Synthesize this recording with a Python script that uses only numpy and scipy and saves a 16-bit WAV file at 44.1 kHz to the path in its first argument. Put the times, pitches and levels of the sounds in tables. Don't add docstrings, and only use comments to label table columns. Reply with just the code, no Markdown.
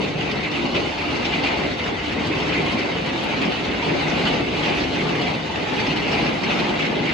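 import sys
import numpy as np
from scipy import signal
from scipy.fft import rfft, irfft
from scipy.io import wavfile

SR = 44100
rng = np.random.default_rng(int(sys.argv[2]) if len(sys.argv) > 2 else 0)


def generate_wav(signal):
    frames = np.transpose(np.atleast_2d(signal))
    scaled = np.clip(frames, -1, 1) * 32767
    pcm = np.round(scaled).astype(np.int16)
    wavfile.write(sys.argv[1], SR, pcm)


N = 314640
TIME = np.arange(N) / SR
BINS_HZ = np.maximum(np.arange(N // 2 + 1) * SR / N, 1)
FRAME = 512
ROOM_T60_S = 0.088
TOP_HZ = 11700
SPLIT_HZ = 2890
BOOM_HZ = 205
RING_REST_HZ, RING_SINK_S = 2020, 0.053

# time in seconds, level in dB.
HEAVE_CURVE = [(0.0, 0), (0.5, 0), (2.32, 3), (2.92, -1), (4.6, 3), (5.1, 0), (5.92, 1.5), (7.12, -1)]
# time in seconds, level in dB.
WIND_CURVE = [(0.0, -23), (0.07, -26.5), (0.11, -28), (0.36, -27), (0.53, -29), (0.65, -23), (0.72, -29),
              (0.77, -22.5), (0.85, -25), (0.98, -30.5), (1.14, -25.5), (1.3, -28), (1.43, -24.5),
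              (1.51, -28), (1.58, -23.5), (1.7, -25.5), (1.81, -31.5), (1.88, -26), (2.0, -35),
              (2.13, -26.5), (2.4, -25.5), (2.75, -27), (2.95, -26.5), (3.17, -28.5), (3.3, -26),
              (3.42, -25.5), (3.5, -22), (3.54, -28.5), (3.75, -25.5), (3.83, -30), (3.89, -22.5),
              (3.97, -21.5), (4.02, -27), (4.16, -23), (4.36, -23.5), (4.5, -26), (4.62, -26.5),
              (4.68, -22), (4.8, -25), (4.89, -25), (4.94, -25), (5.08, -25), (5.24, -23.5), (5.39, -31),
              (5.55, -28.5), (5.62, -24), (5.69, -29.5), (5.85, -24.5), (6.03, -27), (6.13, -23.5),
              (6.3, -22), (6.41, -29), (6.47, -23.5), (6.75, -23.5), (6.85, -26.5), (6.92, -24),
              (7.13, -24.5)]
# time in seconds, level in dB.
BOOM_CURVE = [(0.0, 0.5), (1.6, -2), (2.6, -0.5), (3.4, -1), (4.4, 0.5), (5.3, 0.5), (6.3, 1.5), (7.13, -3)]
# time in seconds, level in dB.
RUSH_CURVE = [(0.0, -32), (0.14, -37.5), (0.25, -30), (0.42, -36.5), (0.8, -31), (0.92, -35), (1.35, -30.5),
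              (1.51, -28.5), (1.76, -40), (1.87, -31), (2.0, -36), (2.33, -32), (2.7, -30.5), (3.03, -34.5),
              (3.14, -31), (3.78, -33.5), (3.92, -29.5), (4.33, -29.5), (4.55, -34), (4.73, -28.5),
              (4.87, -37.5), (5.07, -29.5), (5.43, -33), (5.8, -31.5), (6.05, -34), (6.13, -26.5),
              (6.2, -31), (6.27, -29.5), (6.39, -31.5), (6.51, -30), (7.13, -33.5)]
# time in seconds, level in dB.
RAIN_CURVE = [(0.0, -30), (0.12, -33.5), (0.25, -30), (0.51, -32), (0.61, -31), (0.7, -33), (0.95, -30),
              (1.42, -28), (1.5, -28.5), (1.62, -28), (1.77, -32.5), (1.86, -28.5), (1.93, -31),
              (2.47, -27.5), (2.92, -29), (3.02, -31.5), (3.12, -30), (3.42, -28), (3.68, -28.5),
              (3.78, -31), (3.86, -28.5), (4.3, -27), (4.5, -30), (4.7, -25.5), (4.85, -29), (5.05, -26.5),
              (5.28, -28.5), (5.4, -32.5), (5.82, -27.5), (6.0, -28), (6.13, -25.5), (6.29, -28),
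              (6.38, -31), (6.47, -25.5), (6.65, -26), (7.02, -30.5), (7.13, -25.5)]
# time in seconds, level in dB.
SIZZLE_CURVE = [(0.0, -38.5), (0.14, -45.5), (0.24, -41), (0.5, -45.5), (0.57, -40), (0.72, -41.5),
                (0.77, -38.5), (0.86, -41.5), (1.05, -41), (1.4, -40), (1.46, -38), (1.56, -41),
                (1.78, -41.5), (2.0, -43), (2.5, -38.5), (2.78, -40), (3.02, -44), (3.15, -40.5),
                (3.42, -41), (3.68, -40.5), (3.75, -44.5), (3.84, -38), (4.03, -40.5), (4.32, -36),
                (4.42, -42.5), (4.7, -37), (4.92, -40.5), (5.03, -38.5), (5.42, -44.5), (5.83, -38),
                (5.98, -43), (6.12, -37), (6.27, -38.5), (6.37, -42.5), (6.55, -37.5), (7.13, -44)]

# frequency in Hz, gain in dB.
RUMBLE_SPECTRUM = [(15, -18), (30, -16), (40, -4.5), (54, 1.5), (75, 6.5), (92, 3), (115, 4.5),
                   (200, -12.5), (600, -44), (2000, -84)]
# frequency in Hz, gain in dB.
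ROAR_SPECTRUM = [(60, -44), (105, -12), (140, -3), (300, -1), (420, -2), (560, -4.5), (800, -10.5),
                 (1200, -29.5), (2500, -36), (8000, -74)]
# frequency in Hz, width in Hz, lift in dB.
LOW_MODES = [(122, 8, 5), (154.3, 6, 9.5), (175.8, 8.3, 6), (208.7, 11, 3.5), (237, 13, 4), (257, 8.6, 4),
             (295, 26.5, 6), (346, 10.6, 4.5), (393, 30, 1.5), (428, 13, 3.5), (521, 11, 2.5), (584, 18, 3),
             (717, 26, 7)]
# frequency in Hz, gain in dB.
SPRAY_SPECTRUM = [(200, -40), (450, -4.5), (650, -0.5), (850, 4.5), (1050, -0.5), (1500, -7.5), (1900, -19),
                  (3000, -33), (6000, -54), (12000, -77)]
# frequency in Hz, gain in dB.
GLASS_RESPONSE = [(400, -48), (1200, -5.5), (1650, -4.5), (1900, -2), (2070, 1.5), (2350, 0), (2850, 0.14),
                  (3300, -4.5), (4000, -6.7), (4800, -12), (5800, -17.5), (7500, -28), (10500, -41),
                  (12500, -43.5)]
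# frequency in Hz, correlation from -1 to 1.
STEREO_LIKENESS = [(40, .985), (110, .96), (190, .86), (310, .64), (430, .5), (520, .15), (900, .25),
                   (1600, 0), (2200, .3), (3000, .33), (4300, .7), (5500, -.2), (7300, .9), (8900, -.85),
                   (10200, .85)]

# time in seconds, pitch in Hz, relative level in dB.
HOWL_TRACK = [(1.36, 390, -20), (1.45, 460, 1), (1.53, 535, 0), (1.68, 595, -1.5), (1.8, 510, -1),
              (1.91, 420, 4), (2.0, 350, -22)]
# start in seconds, relative level in dB before the band filter.
TREBLE_TICKS = [(1.009, -48), (1.44, -51), (2.612, -66), (2.749, -62), (3.238, -41), (3.419, -44),
                (4.278, -45), (4.759, -48), (6.559, -51)]
# time in seconds, relative level in dB, initial ring pitch in Hz, length before the decay in seconds.
WATER_SHEETS = [(0.205, -20.5, 3020, .018), (0.277, -23.5, 2600, .03), (0.429, -21, 2480, 0.038),
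                (0.539, -20, 3100, 0.034), (0.745, -16.5, 3040, 0.028), (0.988, -22, 2650, 0.02),
                (1.319, -19.5, 2700, .045), (1.438, -16, 2900, 0.046), (1.523, -22.5, 2350, 0.028),
                (1.797, -22, 2300, 0.021), (2.513, -22, 2830, 0.082), (2.771, -20, 2390, 0.037),
                (3.314, -22, 2610, 0.036), (3.417, -17, 2600, 0.023), (3.823, -22.5, 2830, 0.014),
                (3.883, -20.5, 2750, .015), (4.26, -22, 3170, 0.013), (4.335, -27, 2850, 0.014),
                (4.531, -21, 2650, 0.013), (4.627, -17, 3600, 0.049), (4.764, -20.5, 2700, 0.015),
                (5.266, -18, 2500, 0.02), (5.766, -22.5, 2920, .045), (6.061, -25, 3000, .04),
                (6.265, -20.5, 2900, 0.02), (6.488, -19.5, 2860, 0.035), (6.647, -23, 2650, 0.015),
                (6.786, -19, 2480, 0.07), (7.08, -23, 2470, 0.015)]


def undb(db):
    return 10 ** (np.asarray(db) / 20)


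def unit(x):
    return x / np.sqrt(np.mean(x ** 2))


def across(points):
    hz, value = np.transpose(points)
    return np.interp(np.log(BINS_HZ), np.log(hz), value)


def colour(x, db):
    return unit(irfft(rfft(x) * undb(db), N))


def walk(rate_hz):
    return unit(irfft(rfft(rng.standard_normal(N)) * np.exp(-(BINS_HZ / rate_hz) ** 2), N))


def swell(table):
    when, db = np.transpose(table)
    level = np.interp(TIME, when, db)
    return level - level.mean()


def add(out, x, start_s):
    i = max(int(start_s * SR), 0)
    out[:, i:i + x.shape[1]] += x[:, :max(N - i, 0)]


def drops(per_s, spread_db, size=N):
    hits = rng.random((2, size)) < per_s / SR
    weight = undb(spread_db * np.minimum(rng.exponential(size=(2, size)), 4))
    return unit(hits * weight * rng.choice([-1, 1], (2, size)))


def patches(x, depth_db, width_hz, last_s, size):
    hz, t, frames = signal.stft(x, SR, nperseg=size)
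    field = rng.standard_normal((len(hz), len(t)))
    for axis, span in enumerate([width_hz / hz[1], last_s / t[1]]):
        blur = np.exp(-(np.arange(-30, 31) / span) ** 2)
        field = signal.fftconvolve(field, np.expand_dims(blur, 1 - axis), "same")
    shift_db = depth_db * 2 * np.tanh(unit(field) / 2)
    return signal.istft(frames * unit(undb(shift_db)), SR)[1][:, :N]


def room(x, wet_db):
    t = TIME[:SR // 3]
    decay = np.exp(-np.log(1000) * t / ROOM_T60_S) * (t > .004)
    tail = rng.standard_normal((2, len(t))) * decay
    tail /= np.sqrt(np.sum(tail ** 2, axis=1, keepdims=True))
    wet = signal.oaconvolve(x, tail, axes=1)[:, :x.shape[1]]
    return (x + undb(wet_db) * wet) / np.hypot(1, undb(wet_db))


def stereo(pair):
    alike = np.clip(across(STEREO_LIKENESS), -.99, .99)
    mid, side = irfft(rfft(pair) * np.sqrt([(1 + alike) / 2, (1 - alike) / 2]), N)
    return np.array([mid + side, mid - side])


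def lean(pair, left_db):
    return pair * undb(np.array([[left_db], [-left_db]]) / 2)


def rumble(level_db, heave_depth):
    noise = colour(rng.standard_normal((2, N)), across(RUMBLE_SPECTRUM))
    return noise * undb(level_db + heave_depth * swell(HEAVE_CURVE))


def roar(level_db, gust_depth, buffet_db):
    eddies = rng.standard_normal((2, N)) * undb(buffet_db * walk(49))
    modes_db = sum(db / (1 + (2 * (BINS_HZ - hz) / width) ** 2) for hz, width, db in LOW_MODES)
    panes = colour(eddies, across(ROAR_SPECTRUM) + modes_db)
    panes = patches(panes, depth_db=1.36, width_hz=25, last_s=0.092, size=4096)
    deep = irfft(rfft(panes) / (1 + (BINS_HZ / BOOM_HZ) ** 10), N)
    balanced = panes - deep + deep * undb(swell(BOOM_CURVE))
    return balanced * undb(level_db + gust_depth * swell(WIND_CURVE))


def spray(level_db, rush_depth, flutter_db):
    mist = colour(drops(per_s=7000, spread_db=2.5), across(SPRAY_SPECTRUM))
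    mist = patches(mist, depth_db=2.5, width_hz=40, last_s=0.042, size=2048)
    return mist * undb(level_db + rush_depth * swell(RUSH_CURVE) + flutter_db * walk(29))


def howl(level_db, width_hz):
    when, hz, db = np.transpose(HOWL_TRACK)
    phase = 2 * np.pi * np.cumsum(np.interp(TIME, when, hz)) / SR
    wobble = (walk(width_hz) * np.cos(phase) + walk(width_hz) * np.sin(phase)) / 2
    envelope_db = np.interp(TIME, when, db, left=-100, right=-100)
    return (np.sin(phase) + wobble) * undb(level_db + envelope_db)


def ticks(centre_hz, width_hz, fall_s):
    out, age = np.zeros((2, N)), TIME[:SR // 10]
    for start_s, db in TREBLE_TICKS:
        tick = rng.standard_normal((2, len(age))) * np.exp(-age / fall_s) * undb(db)
        add(out, tick, start_s)
    return irfft(rfft(out) * np.exp(-((BINS_HZ - centre_hz) / width_hz) ** 2), N)


def spatters(level_db, per_s, spread_db, fall_s, wet_db):
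    energy = drops(per_s, spread_db)[0] ** 2
    bursts = signal.oaconvolve(energy, np.exp(-TIME[:SR // 10] / fall_s))[:N]
    clusters = drops(per_s=3000, spread_db=2.0) * np.sqrt(np.abs(bursts))
    glass = colour(room(clusters, wet_db), across(GLASS_RESPONSE))
    glass = patches(glass, depth_db=6.0, width_hz=340, last_s=0.019, size=FRAME)
    return glass * undb(level_db + swell(RAIN_CURVE))


def sheets(level_db, rise_s, fall_s, ring_db, ring_width_hz, tilt_db, broaden):
    out, age = np.zeros((2, N)), TIME[:SR // 4]
    usual_db = np.mean([row[1] for row in WATER_SHEETS])
    for start_s, db, ring_hz, length_s in WATER_SHEETS:
        volley = (1 - np.exp(-age / rise_s)) * np.exp(-np.maximum(age - length_s, 0) / fall_s)
        impacts = drops(per_s=7000, spread_db=2.5, size=len(age))
        hz, t, frames = signal.stft(impacts, SR, nperseg=FRAME)
        centre_hz = RING_REST_HZ + (ring_hz - RING_REST_HZ) * np.exp(-t / RING_SINK_S)
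        glass_db = np.interp(hz, *np.transpose(GLASS_RESPONSE)) + tilt_db * np.log2(hz + 1)
        peak_db = ring_db - broaden * (db - usual_db)
        resonance_db = peak_db / (1 + (2 * (hz[:, None] - centre_hz) / ring_width_hz) ** 2)
        hits = signal.istft(frames * undb(glass_db[:, None] + resonance_db), SR)[1][:, :len(age)]
        add(out, unit(hits) * volley * undb(db + level_db), start_s - rise_s)
    return out


def patter(flow_db, tone_db, per_s, spread_db, flurry_db, wet_db, count=4):
    mean_db = np.mean(flow_db)
    flow = undb(flow_db - mean_db) ** 2
    panes = np.zeros((2, N))
    for _ in range(count):
        rate_per_s = per_s / count * flow * undb(flurry_db * walk(30)) ** 2
        panes += room(drops(rate_per_s, spread_db), wet_db)
    return colour(panes, across(GLASS_RESPONSE) + tone_db) * undb(mean_db) * np.sqrt(np.mean(flow))


def rain(heavy_db, heavy_depth, fine_db, fine_depth):
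    steep = (BINS_HZ / SPLIT_HZ) ** 10
    low_db, high_db = -10 * np.log10(1 + steep), -10 * np.log10(1 + 1 / steep)
    heavy_flow_db = heavy_db + heavy_depth * swell(RAIN_CURVE)
    fine_flow_db = fine_db + fine_depth * swell(SIZZLE_CURVE)
    heavy = patter(heavy_flow_db, low_db, per_s=4200, spread_db=2.0, flurry_db=1.0, wet_db=0.0)
    fine = patter(fine_flow_db, high_db, per_s=3800, spread_db=3.0, flurry_db=1.5, wet_db=5.0)
    return patches(heavy + fine, depth_db=3.0, width_hz=80, last_s=0.018, size=FRAME)


def scene():
    heave = stereo(rumble(level_db=-38.5, heave_depth=1.0))
    boom = lean(stereo(roar(level_db=-25.0, gust_depth=0.91, buffet_db=0.86)), left_db=0.6)
    rush = lean(stereo(spray(level_db=-31.5, rush_depth=0.91, flutter_db=1.04)), left_db=1.0)
    moan = howl(level_db=-37, width_hz=20)
    treble = lean(ticks(centre_hz=9700, width_hz=3900, fall_s=0.0097), left_db=3)
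    clots = spatters(level_db=-35.0, per_s=34, spread_db=2.0, fall_s=0.0057, wet_db=-3.0)
    slaps = sheets(level_db=-7.0, rise_s=.004, fall_s=0.027, ring_db=12.5, ring_width_hz=410,
                   tilt_db=-0.8, broaden=1.0)
    downpour = rain(heavy_db=-30.0, heavy_depth=0.83, fine_db=-33.5, fine_depth=0.85)
    water = stereo(downpour + slaps + clots)
    return heave + boom + rush + moan + treble + water


def record(dry):
    return signal.sosfilt(signal.ellip(10, .2, 80, TOP_HZ, fs=SR, output="sos"), dry)


dry = scene()
out = record(dry)
generate_wav(out)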